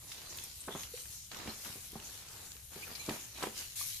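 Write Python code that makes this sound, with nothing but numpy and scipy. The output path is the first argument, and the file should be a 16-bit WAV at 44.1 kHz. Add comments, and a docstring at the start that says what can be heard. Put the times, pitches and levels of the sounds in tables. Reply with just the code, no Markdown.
"""Plastic needles and tinsel crackle over a low room hum as a cat clambers into an artificial
Christmas tree, close to a hand-held phone's microphone in a carpeted room. Countless tiny contacts
make the rustle, and single twigs scrape and tick. The hind paws crumple and thump on a hollow roll
of wrapping paper and a parcel; decorations knock softly, and a rubbed ornament rings."""
import sys
import numpy as np
from scipy import signal
from scipy.fft import rfft, irfft
from scipy.io import wavfile
from scipy.ndimage import map_coordinates

SR = 44100
rng = np.random.default_rng(int(sys.argv[2]) if len(sys.argv) > 2 else 0)


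def waveform_to_disk(signal):
    """Save audio, clipped to [-1, 1], as 16-bit WAV at the path in sys.argv[1]."""
    frames = np.transpose(np.atleast_2d(signal))
    scaled = np.clip(frames, -1, 1) * 32767
    samples = np.round(scaled).astype(np.int16)
    wavfile.write(sys.argv[1], SR, samples)


N = 176400


def undb(db):
    """Decibels to gain."""
    return 10 ** (np.asarray(db) / 20)


def unit(x):
    """Scale to rms 1."""
    return x / np.sqrt(np.mean(x ** 2))


def clock(length_s):
    """Sample times of a stretch of sound."""
    return np.arange(int(length_s * SR)) / SR


def curve(rows):
    """Join (seconds, value) points by straight lines."""
    return np.interp(np.arange(N) / SR, *np.array(rows).T)


def pan(db):
    """Left and right gains; positive dB lies to the microphone's left."""
    return undb(np.array([[.5], [-.5]]) * db)


def colour(x, points):
    """Give a sound a spectrum of (Hz, dB) points."""
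    hz, db = np.array(points).T
    bins_hz = np.maximum(np.fft.rfftfreq(N, 1 / SR), 1)
    return irfft(rfft(x) * undb(np.interp(np.log(bins_hz), np.log(hz), db)), N)


def resonate(x, hz, width_hz):
    """Two-pole resonance, gain 1 at the centre."""
    return signal.lfilter(*signal.iirpeak(hz, hz / width_hz, fs=SR), x)


def spread(pair, side_db):
    """Two unrelated signals, as mid and side, to left and right."""
    side = undb(side_db)
    return (pair[0] + side * pair[1] * np.array([[1], [-1]])) / np.sqrt(1 + side ** 2)


def add(out, start_s, x):
    """Mix a sound in at its time."""
    i = int(start_s * SR)
    out[:, i:i + x.shape[-1]] += x[..., :N - i]


def shimmer(x, depth_db, band_count=60, rate_hz=21.958):
    """Different twigs take turns: narrow bands swell and fade on their own."""
    hz, t, bands = signal.stft(x, SR, nperseg=512)
    levels = rng.standard_normal((band_count + 1, 400))
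    grid = np.meshgrid(np.sqrt(hz / hz[-1]) * band_count, t * rate_hz, indexing="ij")
    db = depth_db * map_coordinates(levels, grid, order=1, mode="nearest")
    return signal.istft(bands * undb(db), SR)[1][:, :N]


def rustle(spectrum, rate_hz, scatter_db, grain_s, wash, side_db, shimmer_db):
    """Countless tiny contacts of uneven size, each a short crackle, over their own diffuse wash."""
    touches = rng.random(N) < rate_hz / SR
    size = np.minimum(rng.exponential(size=N), 4)
    contacts = touches * undb(scatter_db * size) ** 2
    power = signal.lfilter([1], [1, -np.exp(-1 / (grain_s * SR))], contacts)
    grains = rng.standard_normal((2, N)) * np.sqrt(power / power.mean() + wash)
    return unit(shimmer(colour(spread(grains, side_db), spectrum), shimmer_db))


# Fine hiss of needles and tinsel, coarser branches, and paper shuffling under the paws.
# Each row: time in seconds, level in dB.
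NEEDLE_LEVELS = [(0,-52.5),(.12,-51.5),(.21,-54.5),(.34,-54),(.38,-49),(.51,-54),(.57,-48.5),(.7,-52.5),(.83,-46.5),(.88,-55),(1.03,-46.5),(1.17,-51),(1.23,-56),(1.57,-52.5),(1.66,-47),(1.86,-49),(1.96,-53),(2.05,-50),(2.12,-53),(2.4,-52),(2.62,-56),(2.72,-49.5),(2.93,-52.5),(3.11,-48),(3.38,-53.5),(3.44,-48),(3.51,-52),(3.58,-48),(3.753,-52.5),(3.761,-42),(3.81,-39),(3.85,-44),(3.878,-40.5),(3.91,-44),(4,-46.5)]
BRANCH_LEVELS = [(.06,-58),(.12,-49),(.2,-53),(.39,-52),(.67,-55.5),(.81,-49.5),(.9,-56),(1.0,-51),(1.29,-60),(1.32,-51),(1.49,-50.5),(1.6,-56),(1.68,-49.5),(1.82,-53.5),(2.27,-52.5),(2.65,-62),(2.74,-53.5),(2.93,-53),(3.02,-49.5),(3.32,-54),(3.45,-47.5),(3.53,-57),(3.58,-46),(3.752,-55),(3.761,-46.5),(3.815,-42.5),(3.86,-48),(3.93,-46.5),(4,-51.5)]
PAPER_LEVELS = [(0,-66),(.22,-57),(.39,-59),(.54,-70),(.668,-64),(.69,-51),(.8,-54),(.91,-69),(.99,-63),(1.305,-79),(1.316,-52),(1.48,-47),(1.53,-54),(1.63,-63),(1.66,-51),(1.88,-66),(2.0,-54),(2.12,-62),(2.36,-58),(2.57,-65),(2.69,-78),(2.722,-55),(2.82,-58),(2.9,-51.5),(2.95,-58),(3.06,-59),(3.12,-47),(3.2,-58),(3.31,-68),(3.415,-50),(3.44,-41),(3.52,-60),(3.61,-57),(3.72,-71),(3.82,-62),(4,-84)]
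# Tone of each rustle up close. Each row: frequency in Hz, relative level in dB.
NEEDLE_SPECTRUM = [(2000,-27.5),(5000,-8.5),(7000,-1),(7800,-3.5),(8600,0),(12000,0.5),(14500,-3.5)]
BRANCH_SPECTRUM = [(500,-29.5),(1300,-13.5),(2300,-4),(3300,-1),(4200,1),(5000,-1.5),(6000,-0.5),(7000,0),(7800,-7),(11000,-15.5)]
PAPER_SPECTRUM = [(70,-19),(150,1),(220,1.5),(400,0.5),(600,-1.5),(900,-0.5),(1600,-2.5),(2500,-6),(4000,-11),(8000,-38.5)]
# The needles drift to the microphone's left. Each row: time in seconds, left minus right in dB.
NEEDLE_POSITIONS = [(0,0),(1.2,5),(3.45,4),(4,6.5)]

def tree_rustle(sway_hz=20, sway_db=1.1779):
    """Needles, branches and paper rustle as the cat pushes through and shakes the tree unevenly."""
    needles = rustle(NEEDLE_SPECTRUM, rate_hz=1000, scatter_db=1.5, grain_s=0.00049,
                     wash=2.1, side_db=-.5, shimmer_db=3.0)
    branches = rustle(BRANCH_SPECTRUM, rate_hz=500, scatter_db=2.6, grain_s=0.00062,
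                      wash=1.5, side_db=-.5, shimmer_db=3.5)
    paper = rustle(PAPER_SPECTRUM, rate_hz=500, scatter_db=3, grain_s=0.001225,
                   wash=0.846, side_db=-4, shimmer_db=2.0)
    needles *= undb(curve(NEEDLE_LEVELS)) * pan(curve(NEEDLE_POSITIONS))
    branches *= undb(curve(BRANCH_LEVELS))
    paper *= undb(curve(PAPER_LEVELS)) * pan(-.8)
    sway = 1.2 * np.interp(np.arange(N) / SR * sway_hz, np.arange(400), rng.standard_normal(400))
    return undb(sway_db * sway) * (needles + branches + paper)


# Room tone behind the tree. Each row: frequency in Hz, relative level in dB.
ROOM_SPECTRUM = [(20,-14),(35,-4),(48,-7),(65,1),(120,-2.5),(170,-11),(260,-28),(500,-31.5),(14000,-45)]

def room_tone(rumble_db=-61, hum_db=-68):
    """Low rumble of the room and a wavering hum."""
    rumble = unit(colour(spread(rng.standard_normal((2, N)), side_db=-16.5), ROOM_SPECTRUM))
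    hum = unit(resonate(rng.standard_normal(N), hz=64.17, width_hz=5.85))
    return rumble * undb(rumble_db) + hum * undb(hum_db)


def twig_pan(hz, centre_hz=4000, db_per_octave=2.3):
    """Finer, higher twigs lie further to the microphone's left."""
    return pan(db_per_octave * np.log2(hz / centre_hz))


def rub(length_s, hz, width_hz):
    """A short spell of friction drives one resonance, which then rings out."""
    t = clock(.3)
    pressure = np.interp(t, [0, length_s / 10, length_s * 0.863, length_s], [0.038, 1, 0.74, 0])
    friction = rng.standard_normal((2, len(t))) * pressure
    ring = resonate(resonate(friction, hz, width_hz), hz, 4 * width_hz)
    return ring / np.sqrt(np.sum(ring ** 2) / (2 * length_s * SR))


# Scrapes inside the tree, close by.
# Each row: start in seconds, length in seconds, pitch in Hz, bandwidth in Hz, level in dB.
TWIG_SCRAPES = [(.072,.07,5800,2000,-57),(.292,.045,6170,1300,-50),(.603,.022,8800,1100,-48),(.664,.017,8750,1300,-52),(.704,.043,3477,200,-49.5),(1.108,.165,6340,1800,-53),(1.491,.022,4210,200,-48),(1.533,.115,6330,1800,-54),(2.04,.049,6350,1000,-51.5),(2.45,.09,7040,1500,-56),(2.82,.028,2430,150,-47.5),(2.951,.013,4550,1000,-44),(3.193,.07,6690,900,-52.5)]

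def twig_scrapes():
    """Twigs and wires rub together with a narrow ring."""
    out = np.zeros((2, N))
    for start, length, hz, width, db in TWIG_SCRAPES:
        add(out, start, rub(length, hz, width) * undb(db) * twig_pan(hz))
    return out


# Ticks near the microphone. Each row: start in seconds, level in dB, centre in Hz, decay in seconds.
TWIG_TICKS = [(.118,-38.5,2900,.005),(.372,-39,11000,.003),(.386,-38,3600,.003),(.438,-37,10500,.005),(.833,-39.5,3300,.006),(.975,-45,1900,.004),(1.056,-49,2100,.004),(1.316,-40,3170,.005),(1.346,-40,2800,.003),(1.474,-39,2600,.005),(1.648,-41,2800,.003),(1.919,-39,11300,.0012),(2.0,-41,3500,.002),(2.519,-36,4500,.001),(2.567,-41,3480,.001),(3.063,-41,6000,.004),(3.094,-34.5,2500,.005),(3.427,-34,3540,.005),(3.432,-36,7500,.005),(3.576,-38,6050,.005)]

def twig_ticks():
    """Single twigs and needles snap past each other, each a sharp burst of noise."""
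    out, t = np.zeros((2, N)), clock(.04)
    for start, db, hz, decay in TWIG_TICKS:
        noise = spread(rng.standard_normal((2, len(t))), side_db=-2)
        crack = unit(resonate(noise, hz, width_hz=0.585 * hz))
        add(out, start, crack * np.exp(-t / decay) * undb(db) * twig_pan(hz))
    return out


# Hind paws landing just right of centre: on the paper roll and parcel, and in a few dull, soft bumps on the
# carpet. # Each row: start in seconds, level in dB, contact hardness as a treble cutoff in Hz.
PAW_BLOWS = [(.676,-41,560),(.680,-33.5,900),(.684,-30,1400),(.691,-33,850),(.708,-38,1000),(.751,-31.5,785),(.757,-32,880),(1.459,-39,400),(1.476,-35,800),(1.479,-38,260),(1.489,-39,400),(1.668,-46,380),(1.697,-46.5,260),(1.757,-45,470),(1.931,-45,380),(1.956,-34,1000),(1.958,-41,230),(2.763,-41,480),(3.081,-37,454),(3.087,-28,384),(3.091,-28.5,1003),(3.098,-33,500),(3.109,-29,800),(3.139,-41,500),(3.425,-30.5,1500),(3.431,-32,1400),(3.437,-24.5,1035),(3.469,-30.5,695)]
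# Hollow ring of roll and parcel. Each row: pitch in Hz, relative level in dB, seconds to fall 60 dB.
PARCEL_MODES = [(152.8,-11,.12),(217.87,0,.16),(313.6,-7.5,.104),(401.6,1.5,.135),(638,-8.5,.11),(765.1,-3.5,.143),(899.6,-4,.16),(995.6,-6,.084),(1071,-2.5,.054),(1284,-2,.082),(1500,-4,.054)]

def paw_thumps(ring_db=-41, spot_db=1.5, crumple_db=-17.5, crumple_s=0.00635):
    """Each blow buckles the paper and rings the hollow beneath; a softer contact is duller."""
    out, t = np.zeros((2, N)), clock(0.33)
    for start, db, hard_hz in PAW_BLOWS:
        ring = np.zeros(len(t))
        for hz, mode_db, t60 in PARCEL_MODES:  # each spot struck rings differently
            gain = undb(mode_db + spot_db * rng.standard_normal())
            pitch = hz * (1 + 0.00717 * rng.standard_normal())
            ring += gain * np.cos(2 * np.pi * pitch * t) * np.exp(-np.log(1000) * t / t60)
        buckle = rng.standard_normal((2, len(t))) * np.exp(-t / crumple_s)
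        buckle[1] = signal.lfilter(*signal.butter(3, 650, "high", fs=SR), buckle[1])
        impact = t == 0
        blow = impact + undb(ring_db) * ring + undb(crumple_db) * spread(buckle, side_db=-5.5)
        blow = signal.lfilter(*signal.butter(3, hard_hz, fs=SR), blow)
        blow = signal.lfilter(*signal.butter(2, hard_hz / 7, "high", fs=SR), blow)
        blow /= np.sqrt(np.sum(blow ** 2) / 2 * hard_hz / SR)
        add(out, start, blow * undb(db))
    return out * pan(-0.81)


# Soft knocks, dead centre.
# Each row: start in seconds, final pitch in Hz, level in dB, rise in seconds, decay in seconds.
DECORATION_KNOCKS = [(.936,515,-38.5,0.0063,0.00765),(3.811,1188,-40,0.0014,0.00513)]

def decoration_knocks(flat_share=.25):
    """A bumped hollow decoration starts flat; its pitch rises as the contact firms."""
    out, t = np.zeros((2, N)), clock(.1)
    for start, hz, db, rise, decay in DECORATION_KNOCKS:
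        envelope = np.minimum(t / rise, 1) * np.exp(-np.maximum(t - rise, 0) / decay)
        pitch = hz * (1 - flat_share * np.exp(-t / rise))
        add(out, start, np.sin(2 * np.pi * np.cumsum(pitch) / SR) * envelope * undb(db))
    return out


# Rubs on one nearby ornament. Each row: start in seconds, length in seconds, level in dB.
ORNAMENT_TOUCHES = [(2.949,.006,-50.5),(2.988,.03,-50.5),(3.057,.006,-56),(3.114,.06,-58)]
# Its resonances. Each row: pitch in Hz, relative level in dB, bandwidth in Hz.
SHELL_MODES = [(2346,1,22),(4096,-2,32),(6170,-6.5,44),(6820,-4,154)]

def ornament_ring():
    """Friction sets all the modes of a hollow ornament ringing together."""
    out = np.zeros((2, N))
    for start, length, db in ORNAMENT_TOUCHES:
        for hz, mode_db, width in SHELL_MODES:
            add(out, start, rub(length, hz, width) * undb(db + mode_db))
    return out


def room_echo(direct, t60_s=0.37, delay_s=0.0055, level_db=-10):
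    """The furnished room's short echo reaches the microphone just after the direct sound."""
    t = clock(.5)
    tail = rng.standard_normal((2, len(t))) * np.exp(-np.log(1000) * t / t60_s) * (t > delay_s)
    tail[1] = signal.lfilter(*signal.butter(2, 500, "high", fs=SR), tail[1])  # bass stays central
    tail = spread(tail, side_db=2)
    tail /= np.sqrt(np.sum(tail ** 2) / 2)
    return undb(level_db) * signal.fftconvolve(direct, tail, axes=1)[:, :N]


def scene():
    """The cat and tree at close range, with the room behind them."""
    direct = tree_rustle() + paw_thumps() + twig_ticks() + twig_scrapes()
    direct += decoration_knocks() + ornament_ring()
    return direct + room_echo(direct) + room_tone()


def record(dry, top_hz=14250):
    """The hand-held phone cuts the highest treble steeply."""
    return signal.sosfilt(signal.ellip(12, .2, 70, top_hz, fs=SR, output="sos"), dry)


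dry = scene()
out = record(dry)
waveform_to_disk(out)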